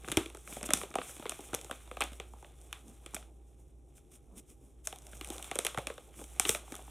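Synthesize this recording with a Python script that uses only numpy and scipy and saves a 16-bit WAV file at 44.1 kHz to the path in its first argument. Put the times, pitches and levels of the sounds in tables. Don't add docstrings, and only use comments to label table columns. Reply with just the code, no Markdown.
import sys
import numpy as np
from scipy import signal
from scipy.fft import rfft, irfft, next_fast_len
from scipy.io import wavfile
from scipy.ndimage import map_coordinates

SR = 44100
rng = np.random.default_rng(int(sys.argv[2]) if len(sys.argv) > 2 else 0)


def pcm_store(signal):
    levels = np.round(np.clip(np.atleast_2d(signal), -1, 1) * 32767)
    wavfile.write(sys.argv[1], SR, levels.astype(np.int16).T)


N = 304504

# [t/s, relative level/dB]
HUM_DRIFT = [(0, -56), (.7, -58.5), (1.1, -62.5), (2.1, -53), (2.5, -60), (3.3, -55.5), (4.0, -63),
             (4.7, -66), (4.95, -59), (5.35, -58), (5.5, -62), (5.75, -56.5), (6.13, -61), (6.47, -51.5),
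             (6.9, -57.5)]
# [f/Hz, level/dB]
ROOM_SPECTRUM = [(25, -39), (42, 1), (75, -2.5), (95, -8), (130, -2.5), (200, -16), (350, -7.5),
                 (420, -12.5), (800, -31.5), (1000, -39), (2500, -50), (4500, -43), (9500, -42),
                 (16000, -65)]
# [f/Hz, level/dB]
SIDE_SPECTRUM = [(18, -40), (30, -16), (49, 1.5), (90, -14.5), (345, -15), (822, -30.5), (1430, -39),
                 (9220, -54), (16000, -48.5)]
# [t/s, rustle level/dB]
HAND_EFFORT = [(0, -64), (.08, -56.5), (.3, -64), (.44, -68), (.52, -60), (.67, -54), (.83, -56.5),
               (.94, -68), (1.04, -55), (1.19, -61.5), (1.32, -55.5), (1.9, -64), (2.09, -60), (2.3, -70),
               (2.6, -67), (3.05, -70.5), (3.15, -59.5), (3.3, -79.5), (3.55, -78), (3.85, -82), (4.1, -77),
               (4.82, -80), (5.03, -66.5), (5.35, -54), (5.75, -62.5), (6.1, -67), (6.33, -61),
               (6.45, -60.5), (6.61, -66.5), (6.73, -56.5), (6.9, -62.5)]
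# [peak t/s, hiss level/dB, thump level/dB, length/s]
FINGER_RUBS = [(0.513, -54.5, -55, 0.044), (.661, -39, -40, 0.0076), (0.81, -53, -50, 0.029),
               (1.11, -59.5, -82, 0.083), (2.893, -88.5, -55, 0.054), (3.597, -78.5, -69.5, .014),
               (3.975, -64.5, -70, 0.026), (4.121, -62, -69, 0.0075), (4.15, -61.5, -65.5, 0.025),
               (4.344, -94, -54.5, 0.053), (4.383, -55, -55, 0.019), (4.508, -64, -59, 0.026),
               (4.661, -75.5, -63, 0.056), (4.856, -51.5, -68.5, 0.012), (6.2, -58.5, -51, 0.038),
               (6.493, -42, -44, 0.012), (6.499, -43, -58, 0.057)]
# [f/Hz, level/dB]
FILM_SPECTRUM = [(500, -48), (1000, -14), (2500, -5), (4000, -5), (6000, -5.5), (9000, 1), (12000, -9),
                 (16000, -16.5)]
# [f/Hz, level/dB]
PANEL_SPECTRUM = [(600, -25.5), (1100, -5), (1800, -5), (2400, -4), (3500, -3.5), (4500, -4), (6000, -40)]
# [f/Hz, level/dB]
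POUCH_SPECTRUM = [(70, -27), (150, -3.5), (320, 3.5), (600, 2), (800, 4), (950, -5.5), (1400, -22),
                  (3000, -41.5)]
# [f/Hz, level/dB]
THUMP_SPECTRUM = [(90, -33.5), (200, 0), (300, -2), (500, -13.5), (1200, -27), (2500, -52.5)]
# [t/s, crack level/dB, panel level/dB, panel f/Hz, pouch level/dB, settled pouch f/Hz]
CREASE_SNAPS = [(.0456, -43, -19.5, 1730, -20.5, 158), (.077, -30, -21, 1220, -16, 417),
                (.0847, -19.5, -12, 1430, -13, 324), (.1, -24, -22.5, 1900, -16, 198),
                (.1169, -8.5, -5, 2250, -14.5, 310), (.1219, -13, -10.5, 3170, -11, 256),
                (.1428, -32, -33, 2400, -25, 440), (.171, -1.5, 2.5, 2130, 6, 319),
                (.1764, -14.5, -9, 2000, -8, 290), (.2597, -25, -16, 2930, -15, 340),
                (.348, -25, -22, 1410, -18, 365), (.371, -26.5, -29, 1310, -27.5, 455),
                (.4751, -26.5, -19.5, 1780, -26, 570), (.525, -37, -20, 1780, -20.5, 227),
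                (.567, -23.5, -22, 2090, -11.5, 237), (.611, -28, -21.5, 2100, -18, 513),
                (.6294, -12.5, -16.5, 1500, -13, 228), (.6396, -29, -17.5, 1900, -18, 504),
                (.6894, -26, -14.5, 1200, -8.5, 300), (.7057, -9, -4, 1600, -6.5, 610),
                (.7353, 6, 0.5, 2860, -4.5, 229), (.773, -13, -21, 2600, -24, 377),
                (.8138, -21.5, -14, 1260, -22, 470), (.834, -23.5, -15, 1300, -10, 392),
                (.913, -47, -25, 1360, -33, 617), (.9403, -28, -17, 2000, -18, 445),
                (.9547, -12, -9, 1060, 0.5, 706), (.9851, -25.5, -9, 2070, -5.5, 433),
                (1.0154, -39, -12.5, 1170, -34, 410), (1.1963, -30.5, -25, 1100, -15, 270),
                (1.2242, -42, -23, 1400, -20, 580), (1.2554, -32.5, -14.5, 1170, -8.5, 445),
                (1.2949, -7, -11.5, 2940, -21, 328), (1.2646, -32.5, -14.5, 1520, -27, 555),
                (1.3192, -24.5, -16, 1890, -14.5, 650), (1.3903, -37.5, -32, 1100, -15.5, 368),
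                (1.5318, -23, -13.5, 1300, -8.5, 298), (1.5418, -14, -10, 2540, -7, 473),
                (1.5475, -6, -13.5, 2730, -31, 436), (1.6129, -20.5, -29, 2400, -34, 527),
                (1.6456, -21, -29, 2500, -20.5, 395), (1.6964, -41, -25, 1400, -16.5, 570),
                (1.7114, -17, -9, 1160, -12.5, 257), (1.913, -29, -17.5, 1490, -15, 508),
                (1.9696, -26, -15, 1310, -13.5, 570), (2.0065, -8.5, -6.5, 1200, -9.5, 438),
                (2.0125, -15.5, -2.5, 2140, -9, 776), (2.02, -13.5, -.5, 2050, -8.5, 763),
                (2.0384, -15, -42, 2700, -17, 735), (2.1995, -22.5, -12.5, 2500, -13.5, 368),
                (2.335, -37, -39, 1100, -22.5, 835), (2.4257, -37, -34, 1180, -23, 790),
                (2.4459, -47, -24.5, 1280, -27, 590), (2.7276, -17, -9.5, 2780, -26, 815),
                (3.0616, -21.5, -19, 3070, -21.5, 332), (3.1359, -35, -42, 1800, -21.5, 850),
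                (3.1453, -11, -17, 1600, -18, 217), (3.1494, -13.5, -24, 2400, -32, 280),
                (3.1648, -24, -15, 2082, -16.5, 638), (3.2264, -46, -29, 1450, -37.5, 165),
                (4.872, -5.5, -13, 1677, -18, 597), (4.9263, -23.5, -17, 3040, -16, 750),
                (4.9598, -26, -36, 2400, -29, 745), (4.9862, -27, -41, 2700, -41, 800),
                (5.0678, -25.5, -30, 2400, -47, 635), (5.1316, -44, -23.5, 1510, -25, 191),
                (5.211, -20, -13, 3150, -17, 332), (5.2461, -18.5, -20, 2970, -39, 400),
                (5.2731, -20.5, -31, 1200, -29, 160), (5.3025, -13.5, -21.5, 2870, -10.5, 323),
                (5.3568, -39, -38, 1800, -20, 436), (5.3649, -25, -40, 1600, -28, 587),
                (5.3811, -20, -19.5, 3700, -42, 484), (5.3957, -42, -28, 1200, -23, 810),
                (5.426, -16.5, -20, 3220, -44, 470), (5.4437, -19.5, -19.5, 3500, -29, 820),
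                (5.5133, -16.5, -8, 1980, -8.5, 730), (5.5554, -12, -15.5, 2000, -8, 448),
                (5.5607, -25, -20, 1400, -13.5, 456), (5.5886, -1.5, -5, 2790, -5.5, 450),
                (5.6492, -6.5, -7, 2840, -10.5, 452), (5.6559, -16.5, -18, 2100, -22, 635),
                (5.6662, -3.5, -2, 2490, -13.5, 600), (5.7455, -26, -15, 1380, -15.5, 540),
                (5.7749, -19, -7, 2100, -7, 720), (5.7847, -20, -12.5, 1600, -8, 550),
                (5.87, -10.5, -7.5, 2510, -14, 546), (5.9008, -30, -15, 1800, -10.5, 460),
                (5.9794, -32, -20.5, 1540, -19.5, 506), (6.1912, -43, -28, 1600, -23, 304),
                (6.2139, -42, -31, 1700, -18, 460), (6.2404, -26, -27, 2600, -32, 328),
                (6.3973, 5, -.5, 2460, -6.5, 744), (6.4516, -16, -1, 2540, -13, 320),
                (6.4593, -31, -14, 2800, -10, 370), (6.4923, 3.5, -1, 2360, -2, 414),
                (6.5482, -12, -6.5, 2420, -10.5, 630), (6.5573, -29, -17, 2700, -21, 690),
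                (6.678, -43, -30, 1300, -27, 800), (6.7218, -19, -18.5, 2380, -13, 260),
                (6.7412, -31, -20, 1100, -28, 590), (6.7527, -18, -33, 2300, -23, 260),
                (6.7908, -41, -31.5, 1600, -21.5, 736), (6.878, -43, -37, 1100, -23.5, 770)]
# [f/Hz, level/dB]
CRACK_SPECTRUM = [(1500, -33.5), (4000, 1), (6000, -1.5), (9000, 2), (12000, -8), (16000, -24)]
# [t/s, level/dB, f/Hz]
POUCH_LURCHES = [(0.097, -34.5, 129), (0.172, -21, 95.8), (1.538, -37, 117), (5.778, -27, 126),
                 (6.496, -34, 113)]
# [f/Hz, level/dB]
HOUSING_RESPONSE = [(900, -0.5), (1250, 3.5), (1800, -5), (2400, 0), (2900, -3), (3500, 0), (4500, -15.5),
                    (5600, 1), (14800, 2), (15800, -10.5)]

BAND_LIMIT_HZ = 16520
ORDINARY_DB = -60
CRUMPLE_DB, CRUMPLE_GROWTH = -63.5, 1.036
GROAN_DB, GROAN_GROWTH = -60.5, 0.67
SMALL_COUNT, RATE_GROWTH = 44, 1.4
SMALL_DB = (-32.5, -31, -28)
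SMALL_SCATTER_DB, SMALL_GROWTH = 6.5, 0.61
SMALL_HZ, SMALL_OCTAVES = (2000, 413), 0.55


def amp(db):
    return 10 ** (np.asarray(db) / 20)


def along(points, hz):
    f, value = np.transpose(points)
    return np.interp(np.log(hz + 1), np.log(f + 1), value)


def curves(rows):
    s, *columns = np.transpose(rows)
    return [np.interp(np.arange(N) / SR, s, column) for column in columns]


def wobble(rate):
    knots = rng.standard_normal(int(N * rate / SR) + 4)
    return map_coordinates(knots, [np.arange(N) * rate / SR])


def coloured(x, spectrum):
    size = 4096
    cepstrum = irfft(np.log(amp(along(spectrum, np.fft.rfftfreq(size, 1 / SR)))))
    cepstrum[1:size // 2] *= 2
    cepstrum[size // 2 + 1:] = 0
    kernel = irfft(np.exp(rfft(cepstrum)))
    kernel = kernel / np.linalg.norm(kernel)
    x = np.atleast_2d(x)
    return signal.fftconvolve(x, kernel[None], axes=1)[:, :x.shape[1]]


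def burst(t, t60, rise):
    return amp(-60 * t / t60) * (1 - np.exp(-t / rise))


def with_energy(rows, db):
    return rows / np.linalg.norm(rows, axis=1, keepdims=True) * amp(db)


def room_tone():
    t = np.arange(N) / SR
    hum_level = amp(curves(HUM_DRIFT)[0] + 8.0 + 2.6 * wobble(9))
    hum = hum_level * np.sin(2 * np.pi * 59.3 * t + wobble(4.5) / 2)
    whine_level = amp(-76 + 3 * wobble(12))
    whine = whine_level * np.sin(2 * np.pi * 801 * t + 1.1 * wobble(25))
    motor = hum * amp([[-.9], [.9]]) + whine * amp([[-2.5], [2.5]])
    mid = amp(-59.0) * coloured(rng.standard_normal(N), ROOM_SPECTRUM)
    side = amp(-68.5) * coloured(rng.standard_normal(N), SIDE_SPECTRUM)
    return motor + mid + side * [[1], [-1]]


def grainy(rate, t60, share):
    size_db = np.minimum(3 * rng.exponential(size=N), 11)
    chance = rate / SR * amp(5 * wobble(15))
    ticks = (rng.random(N) < chance) * amp(size_db)
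    grain = np.convolve(ticks, amp(-60 * np.arange(512) / SR / t60))[:N]
    flutter = amp(2.2 * wobble(30) + 1.6 * wobble(120))
    return rng.standard_normal(N) * (flutter + share * grain)


def finger_rubs():
    t = np.arange(N) / SR
    hiss, thump = np.zeros(N), np.zeros(N)
    for s, hiss_db, thump_db, length in FINGER_RUBS:
        stroke = np.exp(-((t - s) / length) ** 2)
        hiss += amp(hiss_db) * stroke
        thump += amp(thump_db) * stroke
    return hiss, thump


def rustle():
    rustle_db = curves(HAND_EFFORT)[0]
    effort_db = rustle_db - ORDINARY_DB
    hiss, thump = finger_rubs()
    film = grainy(380, 0.0025, 0.95) * (amp(rustle_db) + hiss)
    faces = grainy(280, 0.0065, 0.74) * amp(CRUMPLE_DB + CRUMPLE_GROWTH * effort_db)
    groan_db = GROAN_DB + GROAN_GROWTH * effort_db + 3.2 * wobble(25) + 0.83 * wobble(70)
    groan = rng.standard_normal(N) * amp(groan_db)
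    thumps = rng.standard_normal(N) * thump
    layers = [(film, FILM_SPECTRUM), (faces, PANEL_SPECTRUM),
              (groan, POUCH_SPECTRUM), (thumps, THUMP_SPECTRUM)]
    return sum(coloured(x, spectrum)[0] for x, spectrum in layers)


def small_snaps():
    effort_db = curves(HAND_EFFORT)[0] - ORDINARY_DB
    done = np.cumsum(amp(RATE_GROWTH * effort_db))
    luck = rng.random(SMALL_COUNT)
    draw = rng.standard_normal((SMALL_COUNT, 5))
    at = np.searchsorted(done / done[-1], (np.arange(SMALL_COUNT) + luck) / SMALL_COUNT)
    usual_db = np.add(SMALL_DB, SMALL_GROWTH * effort_db[at, None])
    scatter_db = SMALL_SCATTER_DB * np.minimum(draw[:, :3], 1)
    crack_db, panel_db, pouch_db = (usual_db + scatter_db).T
    panel_hz, pouch_hz = (SMALL_HZ * 2 ** (SMALL_OCTAVES * draw[:, 3:])).T
    return np.transpose([at / SR, crack_db, panel_db, panel_hz, pouch_db, pouch_hz])


def crease_crack(noise, t):
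    return coloured(noise * burst(t, .0055, .0003), CRACK_SPECTRUM)


def panel_burst(noise, t, panel_hz):
    size = len(t)
    f = np.fft.rfftfreq(size, 1 / SR)
    face = 1j * f * 0.43 * panel_hz / (panel_hz ** 2 - f * f + 1j * f * 0.55 * panel_hz)
    struck = coloured(noise * burst(t, 0.0083, 0.001), PANEL_SPECTRUM)
    return irfft(rfft(struck) * (face + 0.32), size)


def pouch_pop(noise, t, pouch_hz):
    late = np.clip(t - .0015, 0, None)
    cycles = pouch_hz * (late + 0.00077 * (1 - np.exp(-late / 0.00066)))
    tone = np.sin(2 * np.pi * cycles) * burst(late, 0.023, 0.0014)
    flap = coloured(noise * burst(late, 0.016, 0.0026), POUCH_SPECTRUM)
    return tone + 1.03 * flap


def snaps():
    size, long = 1536, 12288
    rows = np.vstack([CREASE_SNAPS, small_snaps()])
    s, crack_db, panel_db, panel_hz, pouch_db, pouch_hz = rows.T[:, :, None]
    t, tail_t = np.arange(size) / SR, np.arange(long) / SR
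    crack_noise, panel_noise, pouch_noise = rng.standard_normal((3, len(s), size))
    crack = with_energy(crease_crack(crack_noise, t), crack_db)
    panel = with_energy(panel_burst(panel_noise, t, panel_hz), panel_db)
    pouch = with_energy(pouch_pop(pouch_noise, t, pouch_hz), pouch_db)
    low, mid, high = rng.standard_normal((3, len(s), long))
    tails = low * burst(tail_t, 0.21, 0.0037)
    tails = amp(-8.5) * tails / np.linalg.norm(tails[0])
    heard = signal.fftconvolve(pouch, tails, axes=1)[:, :long]
    panel_tail = coloured(mid * burst(tail_t, 0.27, 0.0016), PANEL_SPECTRUM)
    heard += with_energy(panel_tail, panel_db - 8)
    crack_tail = coloured(high * burst(tail_t, 0.32, 0.00067), CRACK_SPECTRUM)
    heard += with_energy(crack_tail, crack_db - 10.5)
    heard[:, :size] += pouch + panel + crack
    where = np.round(s * SR).astype(int) + np.arange(long)
    return np.bincount(where.ravel(), heard.ravel(), N + long)[:N]


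def thuds():
    t = np.arange(N) / SR
    pushes = np.zeros(N)
    for s, db, hz in POUCH_LURCHES:
        swell = burst(np.clip(t - s, 0, None), 0.062, 0.0013)
        pushes += amp(db) * np.sin(2 * np.pi * hz * (t - s)) * swell
    return pushes


def scene():
    return room_tone() + rustle() + snaps() + thuds()


def record(dry):
    size = next_fast_len(N + 8192)
    passed = np.fft.rfftfreq(size, 1 / SR) < BAND_LIMIT_HZ
    housed = amp(-3.5) * coloured(dry, HOUSING_RESPONSE)
    return irfft(rfft(housed, size) * passed, size)[:, :N]


dry = scene()
out = record(dry)
pcm_store(out)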